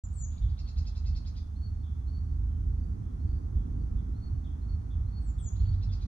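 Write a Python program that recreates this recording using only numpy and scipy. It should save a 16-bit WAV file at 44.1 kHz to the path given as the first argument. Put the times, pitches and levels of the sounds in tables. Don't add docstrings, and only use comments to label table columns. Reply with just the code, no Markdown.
import sys
import numpy as np
from scipy import signal
from scipy.fft import rfft, irfft
from scipy.io import wavfile
from scipy.ndimage import uniform_filter1d

SR = 44100
rng = np.random.default_rng(int(sys.argv[2]) if len(sys.argv) > 2 else 0)


def file_out(sig):
    cols = np.atleast_2d(sig).T
    lim = np.clip(cols, -1, 1)
    pcm = np.round(lim * 32767).astype(np.int16)
    wavfile.write(sys.argv[1], SR, pcm)


N = 267687
TIME = np.arange(N) / SR


def amp(db):
    return 10 ** (np.asarray(db) / 20)


def unit(x):
    return x / np.sqrt(np.mean(x ** 2) + 1e-20)


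def read(points, hz):
    f, value = np.transpose(points)
    return np.interp(np.log(hz + 1), np.log(f + 1), value)


def fader(curve):
    return amp(np.interp(TIME, *np.transpose(curve)))


def add(mix, s, sound):
    at = round(s * SR)
    sound = sound[max(-at, 0):]
    part = mix[max(at, 0):][:len(sound)]
    part += sound[:len(part)]


def wobble(size, rate_hz):
    hz = np.fft.rfftfreq(16384, 1 / SR)
    white = rfft(rng.standard_normal(16384))
    return unit(irfft(white * np.exp(-(hz / rate_hz) ** 2)))[:size]


def gesture(shape, stretch):
    s, bend, db = np.transpose(shape)
    s = np.sort(s) * stretch
    t = np.arange(s[0], s[-1], 1 / SR)
    bend = uniform_filter1d(np.interp(t, s, bend), size=100)
    return s[0], bend, amp(np.interp(t, s, db)) * signal.windows.tukey(len(t), .05)


def phase_of(hz):
    return 2 * np.pi * np.cumsum(hz) / SR


def pan(x, lean_db, lag_ms):
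    hz = np.fft.rfftfreq(N, 1 / SR)
    late = irfft(rfft(x) * np.exp(-2j * np.pi * hz * lag_ms / 1000), N)
    return np.array([late * amp(lean_db / 2), x * amp(-lean_db / 2)])


def noise_bed(spectrum):
    # frequency_hz, correlation (negative when opposed)
    likeness = [(30, .999), (90, .995), (150, .9), (260, .5), (400, -.3), (600, -.75), (1000, -.55),
                (1600, -.3), (2500, .2), (6000, .1), (12000, .1)]
    # frequency_hz, left_minus_right_db
    balance = [(30, -2.3), (90, -2.8), (180, -5.5), (300, -8.5), (520, -4), (900, -1), (2000, -.5),
               (9000, -1)]
    hz = np.fft.rfftfreq(N, 1 / SR)
    left, other = rfft(rng.standard_normal((2, N)))
    like, lean_db = np.clip(read(likeness, hz), -1, 1), read(balance, hz)
    right = like * left + np.sqrt(1 - like ** 2) * other
    pair = np.array([left * amp(lean_db / 2), right * amp(-lean_db / 2)])
    return unit(irfft(pair * amp(read(spectrum, hz)), N))


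def wood_air():
    # frequency_hz, level_db
    wash = [(300, -10), (480, -0.5), (570, -5.5), (640, 1), (800, 1.5), (1000, -2.5), (1300, -3),
            (1650, -11), (2200, -19), (3000, -29.5), (5000, -60.5)]
    # time_s, level_db
    breeze = [(0, -70), (1, -69.5), (1.5, -71.5), (2.5, -70), (3.7, -68.5), (4.4, -69), (6.07, -67)]
    # frequency_hz, level_db
    hiss = [(1000, -3.5), (2500, -3.5), (3500, 0), (5000, -1), (6100, 4), (7000, -2.5), (8000, -5.5),
            (9400, -4), (11000, -8), (13000, -11.5), (14400, -25)]
    return amp(6.5) * noise_bed(wash) * fader(breeze) + amp(-75.5) * noise_bed(hiss)


def traffic(split_hz=210, bass_follow=.54, upper_follow=1.34):
    # frequency_hz, level_db
    spectrum = [(40, -62), (90, -27), (130, -3), (160, 2), (235, -.5), (300, -6.5), (350, -13),
                (450, -18.5), (560, -28.5), (1400, -140)]
    # time_s, level_db
    passing = [(0, -61), (1.2, -58.5), (2, -56.5), (3, -53), (3.7, -50), (4.3, -54), (5, -55.5),
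               (6.07, -57)]
    road = noise_bed(spectrum)
    hz = np.fft.rfftfreq(N, 1 / SR)
    bass = irfft(rfft(road) / (1 + (hz / split_hz) ** 8), N)
    upper = road - bass
    gain = fader(passing)
    near = gain / gain.max()
    return gain.max() * (amp(-3) * bass * near ** bass_follow + amp(2) * upper * near ** upper_follow)


def engine(waver_rad=.61, whine_db=-23):
    # time_s, shaft_hz, order2_db, order3_db, order4_db
    running = [(0, 24.7, -5, 0, -15), (1, 24.9, 2, 3, -15), (1.9, 25.3, -6, 2, -12), (3, 25.6, -2, -2, -13),
               (3.8, 25.8, -1, -3, -14), (5, 26.1, 0, -3, -12), (5.5, 25.7, 1, -12, -14),
               (5.75, 23.4, -2, -14, 1), (6.07, 22.8, 1, -14, -5)]
    s, *columns = np.transpose(running)
    shaft_hz, *orders_db = (np.interp(TIME, s, column) for column in columns)
    turn = phase_of(shaft_hz)
    drone = np.zeros(N)
    for order, db in zip((2, 3, 4, 6), orders_db + [whine_db]):
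        drift = np.interp(TIME, np.linspace(0, TIME[-1], 40), rng.standard_normal(40))
        drone += np.sqrt(2) * amp(db) * np.sin(order * turn + waver_rad * drift + 2 * np.pi * rng.random())
    return drone * amp([[-3.7], [-1.1]])


def gusting(rest_db=-34, lump_db=1.63, lumps_per_s=14):
    # peak_s, half_width_s, rise_db
    gusts = [(.23, 0.033, 5), (.48, 0.065, 8.5), (.8, 0.033, 8), (1.12, 0.066, 7), (2.5, 0.38, 4),
             (2.7, 0.045, 4), (3.27, 0.089, 6), (3.58, 0.034, 9.5), (3.9, 0.22, 3.5), (4.36, .04, 5.5),
             (4.73, 0.025, 5.5), (5.0, .045, 7.5), (5.28, 0.095, 4.5), (5.6, 0.048, 9.5), (5.73, 0.068, 9),
             (5.9, 0.058, 5.5), (6.07, 0.047, 6.5)]
    gusts_db = sum(db * np.exp(-((TIME - s) / width) ** 2) for s, width, db in gusts)
    lumps = np.interp(TIME * lumps_per_s, np.arange(400), rng.standard_normal(400))
    return amp(rest_db + gusts_db + lump_db * lumps)


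def wind(drone, levelling_s=.14):
    # frequency_hz, level_db
    spectrum = [(8, -32.5), (20, -6.5), (40, 3.5), (58, 9), (85, 4.5), (100, 2.5), (125, -5.5), (165, -18),
                (225, -22), (320, -46.5), (700, -140)]
    rumble = noise_bed(spectrum) + drone
    power = uniform_filter1d((rumble ** 2).mean(0), int(levelling_s * SR))
    return rumble / np.sqrt(power) * gusting()


def trees(x, ring, early_db, early_s, lean_db, echoes_per_s=2500):
    # frequency_hz, t60_s
    decay = [(2000, 0.8), (4400, 0.73), (7000, 0.52), (10000, 0.27)]
    taps = rng.standard_normal((2, SR)) * (rng.random((2, SR)) < echoes_per_s / SR)
    hz, t, bands = signal.stft(taps, SR, nperseg=256)
    trunks = amp(-60 * t / (ring * read(decay, hz)[:, None]))
    branches = amp(early_db) * np.exp(-t / early_s)
    bands *= (trunks + branches) * np.minimum(t / .008, 1)
    tail = signal.istft(bands, SR, nperseg=256)[1]
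    tail /= np.sqrt(np.mean(abs(rfft(tail, SR)[:, 3000:8000]) ** 2, axis=1, keepdims=True))
    return signal.fftconvolve(x[None], tail, axes=1)[:, :N] * amp([[lean_db / 2], [-lean_db / 2]])


def far_notes(notes, shape, buzz_hz, buzz_depth, quaver, wet_db, lean_db):
    voice, direct = np.zeros((2, N))
    for s, pitch_hz, db, direct_share, stretch in notes:
        offset_s, bend, gain = gesture(shape, stretch)
        size = len(bend)
        tremor = buzz_depth * np.sin(phase_of(buzz_hz * (1 + .15 * wobble(size, 80))))
        hz = pitch_hz * bend * (1 + tremor + quaver * wobble(size, 150))
        note = np.sqrt(2) * amp(db + 2 * wobble(size, 60)) * gain * np.sin(phase_of(hz))
        add(voice, s + offset_s, note)
        add(direct, s + offset_s, direct_share * note)
    echoes = trees(voice, ring=1.05, early_db=-3, early_s=.03, lean_db=1.2)
    return pan(direct, lean_db, lag_ms=-.007) + amp(wet_db) * echoes


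def seesaw_song():
    # start_s, pitch_hz, level_db, direct_share, length_ratio
    highs = [(.095, 4400, -70, .72, 0.84), (.59, 4430, -59, .96, 0.93), (1.07, 4440, -54.5, .7, 0.98),
             (1.55, 4413, -58, .96, 0.98), (2.065, 4440, -56.5, .77, 1), (2.16, 4520, -70.5, .2, 1.4),
             (2.68, 4550, -65.5, .2, 1.27), (3.19, 4540, -60, .2, 1.12), (3.705, 4530, -64.5, .2, 1.1),
             (4.143, 4376, -60.5, .64, 1.01), (4.61, 4384, -60.5, .56, 0.95), (5.065, 4396, -58, 0.67, 1),
             (5.586, 4450, -56.5, 1, 0.99)]
    # time_s, pitch_ratio, level_db
    high_shape = [(0, .89, -17), (.008, .945, -9), (.02, .98, -9), (.035, 1, -16), (.06, .998, -12),
                  (.085, 1, -1), (.11, 1, 0), (.13, 1.002, -6), (.155, 1, -22)]
    # start_s, pitch_hz, level_db, direct_share, length_ratio
    lows = [(.412, 3500, -57.5, .56, 1.15), (.885, 3490, -62.5, .72, 1), (1.36, 3550, -59, .49, 1),
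            (1.83, 3460, -56, .46, 1.03), (2.48, 3170, -71, .05, 1.5), (3, 3363, -67, .05, 1.7),
            (3.52, 3400, -65, .2, 1.73), (3.965, 3490, -66.5, 1, 1.14), (4.44, 3470, -57.5, 0.6, 0.86),
            (4.9, 3460, -60.5, 0.93, 0.97), (5.378, 3440, -57.5, 0.93, 0.83), (5.888, 3500, -57.5, 1, 1)]
    # time_s, pitch_ratio, level_db
    low_shape = [(0, 1.02, -10), (.008, 1.01, -1), (.03, .995, 0), (.042, .97, -4), (.055, .95, -16)]
    high = far_notes(highs, high_shape, buzz_hz=116, buzz_depth=.002, quaver=.0055, wet_db=-3.5, lean_db=4)
    low = far_notes(lows, low_shape, buzz_hz=210, buzz_depth=.041, quaver=.018, wet_db=0, lean_db=5.5)
    return amp(-6.5) * high + amp(-10) * low


def churr(jitter=.012, rasp=.53, narrowing=.1, brighten_db_per_s=44):
    # crest_s, pitch_hz, level_db, length_ratio
    syllables = [(.33, 463, -58.5, 0.82), (.381, 480, -54.5, 0.67), (.428, 460, -55.5, 0.72),
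                 (.502, 496, -55, 0.73), (.597, 547, -49, 0.92), (.69, 537, -50, 0.94),
                 (.787, 548, -49.5, 0.99), (.878, 537, -49, 0.99), (.974, 540, -50, 0.97),
                 (1.075, 539, -49.5, 1), (1.171, 546, -47.5, 0.91), (1.276, 528, -50, 0.97),
                 (1.377, 509, -51.5, 1), (5.566, 480, -53, 0.58), (5.615, 459, -58, 1),
                 (5.668, 429, -58, 0.86), (5.739, 490, -56.5, 0.9), (5.835, 549, -49.5, 0.82),
                 (5.934, 550, -50, 0.93), (6.026, 503, -53.5, 1)]
    # from_crest_s, pitch_ratio, level_db
    arch = [(-.036, .68, -19), (-.022, .8, -9), (-.012, .93, -3), (-.005, .985, -1), (0, 1, 0),
            (.006, .97, -1), (.013, .86, -12)]
    # harmonic_number, level_db
    harmonics = [(4, -17.5), (5, -11.5), (6, -19), (7, -10.5), (8, -2), (9, -2.5), (10, -0.5), (11, -12.5),
                 (12, -8), (13, -10), (14, -23), (15, -30.5)]
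    paths = np.zeros((3, N))
    for i, (s, crest_hz, db, stretch) in enumerate(syllables):
        offset_s, bend, gain = gesture(arch, stretch)
        size = len(bend)
        from_crest_s = offset_s + np.arange(size) / SR
        phase = phase_of(crest_hz * bend * (1 + jitter / stretch ** 2 * wobble(size, 500)))
        soft = np.clip((1 - stretch) / .3, 0, 1)
        tilt_db = brighten_db_per_s * from_crest_s - 2.5 * soft
        for k, harmonic_db in harmonics:
            colour_db = harmonic_db + max(k - 8, 0) * tilt_db - 2 * soft
            swell = gain ** (1 + narrowing * abs(k - 8)) * (1 + rasp * wobble(size, 300))
            partial = np.sin(k * phase + 2 * np.pi * rng.random())
            add(paths[i % 3], s + offset_s, amp(db + colour_db) * swell * partial)
    direct = pan(paths.sum(0), lean_db=0, lag_ms=-.07)
    echoes = sum(trees(path, ring=.8, early_db=9.5, early_s=.018, lean_db=-.5) for path in paths)
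    return amp(-8.5) * (direct + amp(-.5) * echoes)


def whistle_contour(length_s, slide_s, top_hz, end_hz):
    flick_s, flick_depth, shelf_hz = .004, .38, 7320
    drop_s, drop_depth, drop_db = .0091, .13, -16.5
    opening_db, full_at_share = -18.5, .75
    t = np.arange(0, length_s, 1 / SR)
    flick = 1 - flick_depth * np.exp(-t / flick_s)
    slide = (top_hz - shelf_hz) * np.exp(-(t / slide_s) ** 2.4)
    sag = (shelf_hz - end_hz) * (t / length_s) ** 3.4
    drop = np.clip(1 - (length_s - t) / drop_s, 0, 1)
    hz = (shelf_hz + slide - sag) * flick * (1 - drop_depth * drop)
    db = opening_db * np.maximum(1 - t / (full_at_share * length_s), 0) + drop_db * drop
    return hz, amp(db) * signal.windows.tukey(len(t), .05)


def thin_whistles(quaver=.006, flutter_db=1.9):
    # start_s, length_s, slide_s, top_hz, sag_target_hz, level_db
    whistles = [(-.069, .13, .042, 8450, 6950, -46), (.125, .135, .042, 8450, 6400, -39),
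                (5.2, .116, .06, 8600, 6950, -54.5), (5.381, .117, .04, 8600, 6300, -41.5)]
    voice = np.zeros(N)
    for s, length_s, slide_s, top_hz, end_hz, db in whistles:
        hz, gain = whistle_contour(length_s, slide_s, top_hz, end_hz)
        hz *= 1 + quaver * wobble(len(hz), 400)
        gain *= amp(db + flutter_db * wobble(len(hz), 240))
        add(voice, s, np.sqrt(2) * gain * np.sin(phase_of(hz)))
    direct = pan(voice, lean_db=6.5, lag_ms=.043)
    echoes = trees(voice, ring=1.1, early_db=1.5, early_s=.033, lean_db=4.5)
    return amp(-9.5) * (direct + amp(-3.5) * echoes)


def scene():
    birds = seesaw_song() + thin_whistles() + churr()
    rumble = wind(engine()) + amp(5.5) * traffic()
    return birds + rumble + wood_air()


def record(dry):
    silence_s, cutoff_hz = .037, 14300
    fade_in = np.clip((TIME - silence_s) / .002, 0, 1)
    fade_out = np.sin(np.pi / 2 * np.clip((TIME[-1] - TIME) / .008, 0, 1)) ** 2
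    lowpass = signal.firwin(511, cutoff_hz, window=("kaiser", 9), fs=SR)
    return signal.oaconvolve(dry * fade_in * fade_out, lowpass[None], "same")


dry = scene()
out = record(dry)
file_out(out)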